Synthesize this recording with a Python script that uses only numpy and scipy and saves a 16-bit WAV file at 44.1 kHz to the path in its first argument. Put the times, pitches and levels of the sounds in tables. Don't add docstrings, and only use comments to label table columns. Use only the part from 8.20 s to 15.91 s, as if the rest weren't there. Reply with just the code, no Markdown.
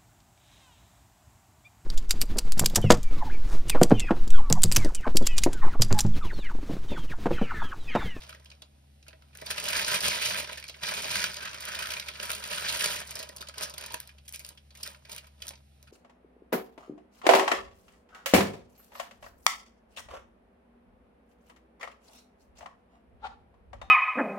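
import sys
import numpy as np
from scipy import signal
from scipy.fft import rfft, irfft, next_fast_len
from scipy.io import wavfile
from scipy.ndimage import uniform_filter1d

SR = 44100
rng = np.random.default_rng(int(sys.argv[2]) if len(sys.argv) > 2 else 0)


def put_to_file(sound):
    columns = np.atleast_2d(sound).T
    safe = np.clip(columns, -1, 1)
    whole_steps = np.round(safe * 32767)
    wavfile.write(sys.argv[1], SR, whole_steps.astype(np.int16))


N = 340011
SIZE = next_fast_len(N + 8192)
HZ = np.arange(SIZE // 2 + 1) * SR / SIZE


def from_db(db):
    return 10 ** (np.asarray(db) / 20)


def rms_one(x):
    return x / np.sqrt(np.mean(x ** 2) + 1e-20)


def at_hz(points):
    hz, value = np.transpose(points)
    return np.interp(np.log(HZ + 1), np.log(hz + 1), value)


def causal(x, db):
    cepstrum = irfft(db * np.log(10) / 20, SIZE)
    cepstrum[1:SIZE // 2] *= 2
    cepstrum[SIZE // 2 + 1:] = 0
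    return irfft(rfft(x, SIZE) * np.exp(rfft(cepstrum)), SIZE)[..., :N]


def butter(x, order, cut_hz, kind):
    return signal.sosfilt(signal.butter(order, cut_hz, kind, fs=SR, output="sos"), x)


def resonator(hz, t60):
    r = from_db(-60 / (t60 * SR))
    w = 2 * np.pi * hz / SR
    return r, np.sin(w), [1, -2 * r * np.cos(w), r * r]


def drift(rate_hz):
    r = np.exp(-80 * np.pi * rate_hz / SR)
    white = rng.standard_normal(N // 40 + 2002)
    slow = signal.lfilter([1], [1, -2 * r, r * r], white)[2000:]
    return np.interp(np.arange(N) / 40, np.arange(len(slow)), rms_one(slow))


def gritty(shape, grit_db):
    sizes = from_db(grit_db * np.minimum(rng.standard_normal(shape), 2))
    return rms_one(rng.standard_normal(shape) * sizes)


def split(layers):
    edges_hz = [60, 300, 1150, 1800, 2800, 4200, 6500, 10000, 17000]
    bands = zip(edges_hz, edges_hz[1:])
    return sum(butter(layer, 2, edges, "band") for edges, layer in zip(bands, layers))


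def refrigerator():
    # frequency in Hz, level in dB.
    hum_tones = [(72.0, -59.5), (134.6, -69), (145.3, -76), (208.6, -74)]
    t = np.arange(N) / SR
    out = 0
    for hz, db in hum_tones:
        gain = np.sqrt(2) * from_db(db + 1.5 * drift(3.9))
        out = out + gain * np.sin(2 * np.pi * (hz * t + rng.random()))
    return out


def room_noise():
    # frequency in Hz, relative density in dB per Hz.
    air_colour, air_db = [(100, 3), (170, -5), (260, -2.5), (400, -11.5), (600, -9), (800, -4), (1000, -46),
                          (1200, -17.5), (1500, -19), (2500, -14), (4000, -15.5), (6000, -20.5),
                          (9000, -20.5), (14000, -24.5)], -66
    air = causal(rng.standard_normal((2, N)), at_hz(air_colour))
    return from_db(air_db + 0.5 * drift(0.77)) * rms_one(air)


def effort():
    # time in seconds, drive in dB.
    handling = [(0.0, -57), (0.68, -90), (1.14, -74.5), (1.3, -45), (1.44, -41.5), (1.5, -33.5),
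                (1.52, -36), (1.565, -32), (1.64, -36.5), (1.75, -31), (1.8, -40.5), (1.86, -32),
                (1.99, -37), (2.2, -35.5), (2.24, -45.5), (2.51, -63), (2.605, -59), (2.63, -37.5),
                (2.81, -40), (2.93, -35), (3.06, -32.5), (3.08, -43.5), (3.19, -47.5), (3.33, -49.5),
                (3.48, -42), (3.67, -43.5), (3.91, -54.5), (4.12, -40), (4.21, -51), (4.38, -36),
                (4.47, -41.5), (4.64, -33), (4.81, -41), (4.85, -52), (5.0, -50.5), (5.06, -58),
                (5.13, -63.5), (5.33, -65.5), (5.4, -45), (5.43, -42.5), (5.455, -44.5), (5.52, -60.5),
                (5.63, -48), (5.84, -63), (6.03, -88), (7.1, -78.5), (7.45, -99), (7.71, -74.5)]
    # time of the peak in seconds, drive in dB.
    ring_turns = [(6.141, -64), (6.26, -58.5), (6.656, -50), (6.938, -52.5), (7.26, -55.5)]
    rise_db_per_s, fall_db_per_s = 233, 180
    t = np.arange(N) / SR
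    hands = from_db(np.interp(t, *np.transpose(handling))) ** 2
    turns = 0
    for s, db in ring_turns:
        below_db = np.where(t < s, rise_db_per_s * (s - t), fall_db_per_s * (t - s))
        turns = turns + from_db(db - below_db) ** 2
    return 10 * np.log10(hands + turns), turns / (hands + turns)


def crinkle(spread_db, clump_db, colour_db, crease_t60, smooth, even):
    # time in seconds, then treble, cone, low body and upper middle, all in dB.
    colour_moves = [(0, -2, -4, 0.5, 3), (1.2, 0, -3, 0, 0), (2.2, 0.5, -6, 0, 2),
                    (2.5, -3, 1.5, -2.5, 2.5), (3.0, -0.5, -6.5, -1.5, -0.5), (3.4, -3.5, 2.5, -0.5, -1.5),
                    (4.1, 1.5, 3.5, 0, 2), (4.8, 1.5, -4.5, -0.5, -0.5), (5.4, -4, 2.5, 3, -1.5),
                    (6.0, -5, -2, -0.5, 6), (7.0, -14, -19, 0, 1)]
    # dB at firm handling, dB gained for each dB that the handling is lighter.
    thud, low_body = (0.7, 0.32), (0.85, 0.28)
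    cone, treble = (0.1, 0.017), (-4, .01)
    firm_db, turn_treble_db = -35, 15

    level_db, turning = effort()
    lighter_db = firm_db - level_db
    s, *colour = np.transpose(colour_moves)
    treble_db, cone_db, low_db, upper_db = [np.interp(np.arange(N) / SR, s, c) for c in colour]

    per_s = np.clip(1300 * from_db(-0.34 * lighter_db), 40, 8000)
    born = rng.random(N) < per_s * from_db(clump_db * drift(25)) / SR
    size_db = spread_db * np.minimum(rng.exponential(1, N), 1.9) + rng.normal(0, colour_db, (8, N))
    fade = from_db(-120 / (crease_t60 * SR))
    power = signal.lfilter([1], [1, -fade], born * from_db(size_db) ** 2 / per_s + 1e-18)
    power = signal.lfilter([1], [1, -np.exp(-1 / (0.0014 * SR))], power)
    power = power / power.mean() + smooth
    nearby = uniform_filter1d(power.mean(0), size=3000)
    shake = np.sqrt(power / nearby ** np.clip(even, 0, 1))

    shake[0] *= from_db(thud[0] + thud[1] * lighter_db)
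    shake[1] *= from_db(low_body[0] + low_body[1] * lighter_db + low_db)
    shake[2] *= from_db(cone[0] + cone[1] * lighter_db + cone_db)
    shake[4] *= from_db(upper_db)
    shake[6:] *= from_db(treble[0] + treble[1] * lighter_db + treble_db + turn_treble_db * turning)
    noise = gritty((2, 2, N), grit_db=6.5)
    return from_db(level_db) * split(shake[k] * noise[k % 2] for k in range(8))


def crackle(per_s, spread_db, level_db, cycles):
    sizes = from_db(spread_db * np.minimum(rng.exponential(1, N), 2.5)) * rng.choice([-1, 1], N)
    born = rng.random(N) < per_s * from_db(5.0 * drift(18)) / SR
    panel = rng.integers(0, 12, N)
    out = 0
    for k, hz in enumerate(np.geomspace(1550, 6000, 12)):
        _, sine, feedback = resonator(hz, cycles / hz)
        out = out + signal.lfilter([0, sine], feedback, sizes * born * (panel == k) + 1e-18)
    return from_db(effort()[0] + level_db) * rms_one(out)


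def snaps(rise_share, treble_share, cycles, ring_db, pluck_db):
    # time in seconds, drive in dB, pitch in Hz, treble and bass in dB
    # against the drive, decay time to -60 dB in seconds before limiting.
    snap_list = [(0.0195, -36, 3820, -9, -5, 0.02), (0.0346, -38, 1460, -23, -11, 0.029),
                 (0.093, -29.5, 1420, -1, -8, 0.024), (0.106, -35, 1490, -6, -6, 0.014),
                 (0.127, -30, 1310, -17, -5, 0.02), (0.148, -37, 1890, -8, -20, 0.023),
                 (0.2577, -37.5, 3420, -9, -13, 0.019), (0.302, -39, 5000, -13, -23, 0.019),
                 (0.316, -36, 3000, -14, -18, 0.025), (0.42, -33, 3520, -5, 5, 0.024),
                 (0.828, -43.5, 4700, -9, -10, 0.017), (0.8653, -43.5, 1520, -13, -20, 0.034),
                 (0.8817, -37, 2800, -3, 3.5, 0.027), (0.907, -42, 1600, -20, -17, 0.018),
                 (0.93, -39, 1810, -25, -27, 0.018), (1.022, -41, 1350, -11, -8, 0.021),
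                 (1.1294, -50, 2550, -16, -10, 0.051), (1.1527, -34, 1680, -6, -3, 0.023),
                 (1.186, -37, 2100, -13, -12, 0.019), (1.214, -35, 2430, 0, -22, 0.03),
                 (1.265, -26, 4830, -10, -14, 0.022), (1.3041, -15.5, 1700, 0.5, -4, 0.041),
                 (1.38, -17, 2860, -6, -19.5, 0.021), (1.4, -27, 2500, 7.5, -11, 0.015),
                 (1.441, -23.5, 3000, 4, -17, 0.0064), (1.4528, -24.5, 2740, -3, -16, 0.025),
                 (1.471, -25.5, 3000, -2, -17, 0.01), (1.484, -20.5, 3000, 2, -31, 0.031),
                 (1.5308, -14, 2500, -9, -15, 0.013), (1.564, -18, 4800, -4.5, -1, 0.029),
                 (1.591, -16.5, 2520, -17, -12, 0.014), (1.68, -21, 2410, 6, -23, 0.023),
                 (1.7426, -17.5, 2410, 3, 5, 0.028), (1.805, -22, 5370, 4, -12, 0.024),
                 (1.825, -31, 4020, 8, -12, 0.044), (1.8808, -21.5, 2600, 10, 8.5, 0.028),
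                 (2.0136, -19.5, 2540, -2.5, -11, 0.085), (2.0453, -18, 3230, -0.5, -8, 0.11),
                 (2.1731, -24.5, 2630, 4, 5, 0.081), (2.197, -26.5, 2410, 3, -11.5, 0.033),
                 (2.2442, -27.5, 2480, -27, -19, 0.036), (2.2917, -24, 1660, -16, -26, 0.042),
                 (2.33, -26, 2400, 0, -3, 0.019), (2.373, -27, 1900, -6, -5, 0.046),
                 (2.4, -37.5, 4450, 9, -10, 0.014), (2.4266, -28, 2340, -14, -20, 0.015),
                 (2.441, -27.5, 2340, -3, -10, 0.015), (2.487, -28, 4500, -5, -13, 0.012),
                 (2.4793, -36, 5600, -1, -2, 0.037), (2.4946, -27, 4120, -10.5, -1, 0.027),
                 (2.5414, -36, 2170, -28, -25, 0.037), (2.589, -46, 4650, -23, -10, 0.033),
                 (2.6319, -21, 2340, -7, 1, 0.046), (2.6676, -23, 4700, -10, -26, 0.026),
                 (2.6848, -19, 2400, -4, -5, 0.032), (2.7374, -26.5, 2550, 4, -27, 0.04),
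                 (2.748, -38, 4800, 6, -10, 0.013), (2.821, -32, 5000, 9.5, -10, 0.022),
                 (2.84, -27, 1770, -4, 7, 0.1), (2.8906, -34, 2340, -4, -13, 0.018),
                 (2.9098, -26, 2870, -3, -17, 0.042), (2.9555, -13, 1650, -2, -20, 0.018),
                 (2.965, -20.5, 5000, -5, -6, 0.028), (3.015, -20.5, 1700, -9, -30, 0.025),
                 (2.9918, -18, 2180, -6, -6, 0.032), (3.04, -12, 1650, -4, -7, 0.02),
                 (3.1432, -22, 5400, -11, -24, 0.014), (3.168, -25, 5400, -4, -21, 0.017),
                 (3.2052, -24.5, 1650, -14, -14, 0.033), (3.223, -23.5, 1590, -8, -4, 0.048),
                 (3.2496, -21.5, 1920, -14, -39, 0.043), (3.273, -23, 1630, -23, -36, 0.046),
                 (3.332, -32, 3500, -5, -13, 0.014), (3.3436, -23, 1350, -5.5, -5, 0.028),
                 (3.3812, -42, 5130, -6, -10, 0.019), (3.405, -39, 1570, 14.5, -13, 0.026),
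                 (3.4533, -31.5, 2390, 12, 0, 0.018), (3.485, -23.5, 1650, 0, -5, 0.03),
                 (3.549, -20.5, 1650, -1, -6, 0.011), (3.553, -21.5, 4770, -2, -15, 0.014),
                 (3.5886, -19.5, 1510, -2, -19, 0.036), (3.622, -18.5, 1540, -7, -10, 0.037),
                 (3.639, -20, 1480, -9, -20, 0.016), (3.658, -21, 2380, -6, -15, 0.015),
                 (3.671, -21, 1610, -3, -10, 0.015), (3.7044, -24, 3320, 1.5, -5, 0.024),
                 (3.718, -22.5, 1570, 0, -22, 0.026), (3.736, -22.5, 2980, 0, -8, 0.023),
                 (3.767, -22, 2480, -14, -1.5, 0.021), (3.798, -19.5, 3860, -6, -10, 0.016),
                 (3.824, -27, 2410, -9, -13, 0.021), (3.8618, -32.5, 2500, -16, -1.5, 0.1),
                 (3.884, -22, 2200, -4, -8, 0.03), (3.954, -29.5, 2520, -19, -7, 0.034),
                 (3.9995, -22.5, 2860, -12, 3.5, 0.016), (4.0259, -21.5, 1540, -0.5, 0.5, 0.045),
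                 (4.0552, -25, 1390, 1, -28, 0.02), (4.0936, -19.5, 1380, -5, 1, 0.033),
                 (4.104, -13, 1430, 1, -22, 0.0098), (4.116, -28.5, 2700, 15.5, -5, 0.015),
                 (4.1498, -29, 2480, 9.5, -7, 0.024), (4.2232, -28, 1280, -16, -17, 0.035),
                 (4.239, -25, 2640, 3, -15, 0.019), (4.276, -35, 1360, 10, -14, 0.025),
                 (4.308, -23, 2680, -6, 5, 0.039), (4.328, -21, 2380, -5, -31, 0.05),
                 (4.456, -24, 2420, -17, -21, 0.066), (4.4807, -19, 4250, -5, -34, 0.073),
                 (4.609, -10.5, 2410, -6, -11, 0.012), (4.64, -20, 4970, 3.5, -21, 0.037),
                 (4.659, -19.5, 2400, 8, 4, 0.014), (4.871, -42.5, 5600, 11, -1, 0.039),
                 (4.9118, -29, 2290, -0.5, -17, 0.033), (4.9537, -29, 5600, -1, 4, 0.034),
                 (4.969, -26, 2000, -6, 2, 0.012), (5.001, -30, 4500, -5, -10, 0.021),
                 (4.994, -28, 5300, 6.5, -11, 0.02), (5.027, -29, 3030, 0.5, 3.5, 0.034),
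                 (5.091, -30, 5740, 0, -20, 0.015), (5.169, -38.5, 4620, 14, 9, 0.015),
                 (5.183, -34, 4440, -6, 0, 0.015), (5.2075, -31, 3850, -1, 5.5, 0.031),
                 (5.217, -25, 4800, 1, -6, 0.0073), (5.226, -24, 1430, -4, -22, 0.0077),
                 (5.271, -35.5, 4140, -7, -18, 0.026), (5.286, -29.5, 4700, 1.5, 3, 0.02),
                 (5.296, -27.5, 1820, -11, -24, 0.013), (5.3396, -34, 1510, -8, -16, 0.034),
                 (5.381, -24.5, 5170, 1, -7, 0.026), (5.4196, -26.5, 5600, 5, -2, 0.1),
                 (5.477, -35, 1300, -4, 1, 0.02), (5.5, -35.5, 5290, -2, 4, 0.039),
                 (5.5391, -32, 3620, 2, 7, 0.026), (5.5792, -28, 4640, -8, -4, 0.026),
                 (5.6114, -35.5, 3190, 10, -10, 0.018), (5.638, -32, 1280, -9, -18, 0.024),
                 (5.662, -34.5, 5630, 10.5, -14, 0.023), (5.7035, -33.5, 3320, -6, -12, 0.023),
                 (5.7438, -18, 1830, 5, -28, 0.01), (5.8, -38, 3100, -5, -18, 0.019),
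                 (5.874, -46, 4640, 0, -14, 0.031), (5.8913, -37.5, 2430, -9, -21, 0.031),
                 (5.9832, -42.5, 3260, -7, -4, 0.024), (6.05, -56, 2800, 8, -14, 0.084),
                 (6.0793, -40.5, 3360, 10.5, -12, 0.037), (6.134, -34, 2570, 5.5, -6, 0.081),
                 (6.193, -40, 2500, 5, -4, 0.057), (6.2489, -28.5, 4930, -4, -27, 0.012),
                 (6.2892, -38.5, 4230, 14, -11, 0.02), (6.3748, -41, 3500, -10, -18, 0.03),
                 (6.506, -44, 4480, -11, -25, 0.025), (6.551, -40, 2250, 0, -16, 0.039),
                 (6.572, -48, 2870, 13, -6, 0.03), (6.605, -46, 4700, 1, -12, 0.051),
                 (6.6315, -28.5, 5600, 8.5, -18, 0.024), (6.659, -30, 1580, 1, -22, 0.041),
                 (6.7464, -34.5, 1500, -12, -22, 0.024), (6.851, -36.5, 2430, -8, -4, 0.027),
                 (6.8948, -35, 2410, 3.5, -26, 0.032), (6.914, -38.5, 5340, 8, -5, 0.047),
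                 (6.964, -36, 2460, -8, -14, 0.016), (6.98, -30.5, 2920, 3, -19, 0.03),
                 (7.043, -40, 1300, -11, -4, 0.026), (7.0685, -42, 1250, -1, -16, 0.034),
                 (7.201, -52.5, 3100, -4, 1, 0.044), (7.221, -27.5, 3350, -2, -8, 0.024),
                 (7.28, -30, 6150, -2, -5, 0.026), (7.307, -32.5, 1900, -4, 7, 0.02),
                 (7.3345, -38.5, 2260, -15, -1, 0.029), (7.355, -42.5, 5670, -24.5, -13, 0.021),
                 (7.376, -45, 1710, -18, -4, 0.018), (7.6294, -52, 6000, -3, 8, 0.017),
                 (7.672, -42.5, 1530, -12, -34, 0.05)]
    low_hz, high_hz = 1150, 6500
    panel_span = 1.8
    lead_s = 0.0015

    out = np.zeros((3, 2, N + 2048))
    t = np.arange(2048) / SR
    noise = gritty((len(snap_list), 2, 2048), grit_db=7.0)
    for (s, peak_db, hz, treble_db, bass_db, t60), burst in zip(snap_list, noise):
        age = t / np.clip(t60, .004, .09)
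        rise = rise_share * from_db(0.097 * (peak_db + 42.0))
        shape = (1 - np.exp(-age / rise)) ** 2 * from_db(-60 * age)
        burst = burst * from_db(peak_db) * shape / shape.max()

        r, sine, feedback = resonator(hz, cycles / hz)
        ring = signal.lfilter([1 - r * r], feedback, burst) * sine
        after = np.maximum(t - lead_s, 0)
        pluck = from_db(peak_db + pluck_db - 60 * hz * after / cycles)
        ring[0] += pluck * np.sin(2 * np.pi * hz * after)

        panel = butter(burst, 1, [hz / panel_span, hz * panel_span], "band")
        bass = burst * from_db(bass_db)
        middle = from_db(0.5) * panel + from_db(ring_db) * ring
        crisp = burst * from_db(treble_db - treble_share * 60 * age)
        start = max(round((s - lead_s) * SR), 0)
        out[..., start:start + 2048] += [bass, middle, crisp]

    low, mid, high = out[..., :N]
    low = butter(low, 2, low_hz, "low")
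    mid = butter(mid, 2, [low_hz, high_hz], "band")
    high = butter(high, 2, high_hz, "high")
    return from_db(-11.0) * (low + mid - high)


def bag():
    # frequency in Hz, relative response in dB.
    film_colour = [(150, -5.5), (280, -12.5), (420, -9), (520, -11.5), (800, -7), (1100, -2), (1400, 0),
                   (2000, -0.5), (3000, 2), (4500, -3), (6000, 0), (9000, 0), (12000, -4), (14000, -2.5)]
    # frequency in Hz, width in Hz, lift in dB.
    body_modes = [(192.2, 15.3, 9), (611, 169, 15), (967, 55, 7.5), (1280, 130, 5), (1550, 98, 0.5),
                  (2410, 240, 4.5), (3100, 270, 1), (4620, 850, 6.5)]
    lift_db = sum(db / (1 + (2 * (HZ - hz) / width) ** 2) for hz, width, db in body_modes)
    film = crinkle(spread_db=6.5, clump_db=4.0, colour_db=5.0, crease_t60=0.0056, smooth=0.15, even=0.043)
    film = film + snaps(rise_share=0.1, treble_share=0.29, cycles=15, ring_db=-1.0, pluck_db=0.0)
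    cracks = crackle(per_s=400.0, spread_db=3.0, level_db=-7.5, cycles=12.8)
    film = film + cracks * [[1], [0]]
    return causal(film, at_hz(film_colour) + lift_db + 4.5)


def ticks(t60, low_hz):
    # time in seconds, strength in dB.
    tick_list = [(0.094, -40), (0.247, -39), (0.883, -37.5), (1.151, -38), (1.173, -31), (1.2628, -26.5),
                 (2.3301, -43), (2.426, -44), (2.497, -35), (3.1437, -30), (3.2552, -29), (3.8, -29),
                 (4.9089, -22.5), (4.9549, -24), (4.991, -27), (5.029, -32), (5.164, -29), (5.213, -42),
                 (5.4103, -22), (5.498, -31), (5.54, -39), (5.5812, -20), (5.639, -31), (5.664, -41),
                 (5.723, -30), (5.735, -32), (5.7412, -27), (5.8023, -20.5), (5.8747, -35), (6.084, -48),
                 (6.086, -35), (6.092, -29.5), (6.125, -30), (6.136, -43), (6.148, -34), (6.155, -38),
                 (6.16, -26.5), (6.194, -27.5), (6.2487, -34), (6.265, -35.5), (6.2892, -41), (6.552, -42),
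                 (6.6296, -40), (6.6685, -41), (6.676, -26), (6.918, -31), (6.9294, -29), (6.949, -33),
                 (6.9634, -26.5), (6.983, -35), (7.22, -35.5), (7.269, -27), (7.282, -27), (7.291, -26),
                 (7.628, -37.5)]
    power = np.zeros(N) + 1e-18
    power[[round(s * SR) for s, db in tick_list]] = from_db(np.array(tick_list)[:, 1]) ** 2
    shape = np.sqrt(signal.lfilter([1], [1, -from_db(-120 / (t60 * SR))], power))
    return butter(shape * rng.standard_normal(N), 2, low_hz, "high")


def knocks():
    # time in seconds, strength in dB, lift of the ring's own mode in dB.
    knock_list = [(0.147, -34, -18), (0.934, -36, -13), (1.222, -21.5, -21), (1.457, -24, -24),
                  (2.23, -24, -23), (2.296, -29, -1), (2.321, -25, -22), (2.636, -23.5, -9),
                  (5.001, -21.5, -27), (5.096, -26.5, -16), (5.664, -47, 12), (5.707, -48, 20.5),
                  (5.733, -44, 9), (5.7424, -25, 3.5), (6.678, -32, -28), (6.925, -48, 0),
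                  (7.203, -42, -20), (6.895, -38, 1), (7.336, -44.5, 3)]
    # frequency in Hz, level in dB, decay time to -60 dB in seconds.
    hollow_modes = [(634, -13.5, 0.057), (968, -7.5, 0.032), (1650, -25.5, 0.018), (1920, -16, 0.028)]
    s, peak_db, ring_db = np.transpose(knock_list)
    at = np.round(s * SR).astype(int)
    out = np.zeros(N)
    for k, (hz, level_db, t60) in enumerate(hollow_modes):
        clicks = np.zeros(N) + 1e-18
        uneven_db = rng.normal(0, 0.69, len(at))
        clicks[at] = from_db(peak_db + level_db + (k == 1) * ring_db + uneven_db)
        _, sine, feedback = resonator(hz, t60)
        out += signal.lfilter([0, sine], feedback, clicks)
    return out


def kitchen(x):
    t60_s, wall_cut_hz = 0.14, 6300
    t = np.arange(8000) / SR
    place = np.arange(N) // 3000 % 6
    wet = 0
    for k in range(6):
        tail = rng.standard_normal((2, 8000)) * from_db(-60 * t / t60_s) * (t > .004)
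        tail = tail / np.sqrt(np.sum(tail ** 2) / 2)
        wet = wet + rfft(x * (place == k), SIZE) * rfft(tail, SIZE)
    return irfft(wet / (1 + 1j * HZ / wall_cut_hz), SIZE)[:, :N]


def scene():
    kitchen_db = -5.5
    hard_plastic = knocks() + ticks(t60=0.0059, low_hz=2800)
    near = bag() + hard_plastic * [[1], [0]]
    shared, unshared = near + from_db(kitchen_db) * kitchen(near) + room_noise()
    shared = shared + refrigerator()
    return np.array([shared + unshared, shared - unshared])


def record(dry):
    # frequency in Hz, share from 0 to 1.
    apart_share = [(100, 0), (400, 0.28), (650, 0.12), (950, 0.31), (1600, 0.1), (2600, 0.58), (3500, 0.2),
                   (4500, 0.53), (5500, 0), (9000, 0.01)]
    # frequency in Hz, left over right in dB.
    balance = [(80, 1), (200, 1.5), (400, -8.5), (600, -1), (950, -6), (1350, 2.5), (1900, -2.5),
               (2600, -2.5), (4500, -4), (5200, 0), (15000, 0)]
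    # frequency in Hz, lead in radians.
    right_lead = [(0, 0), (120, .1), (300, .9), (480, .4), (760, 3.2), (900, 4.3), (1100, 9.6),
                  (1600, 12.1), (2400, 12.0), (2700, 16.4), (4000, 17.7), (4300, 16.7), (4750, 18.8),
                  (7300, 15.71), (17000, 5.88)]
    rumble_cut_hz, treble_cut_hz = 46.4, 16000

    left, right = rfft(dry, SIZE)
    apart = np.clip(at_hz(apart_share), 0, .9)
    mid = np.sqrt(1 - apart) * (left + right) / 2
    side = np.sqrt(apart) * (left - right) / 2
    tilt = from_db(at_hz(balance) / 2)
    lead = np.interp(HZ, *np.transpose(right_lead))
    pair = irfft([(mid + side) * tilt * np.exp(-1j * lead), (mid - side) / tilt], SIZE)[:, :N]
    pair = butter(pair, 4, rumble_cut_hz, "high")
    return signal.sosfilt(signal.cheby2(14, 60, treble_cut_hz, fs=SR, output="sos"), pair)


dry = scene()
out = record(dry)
put_to_file(out)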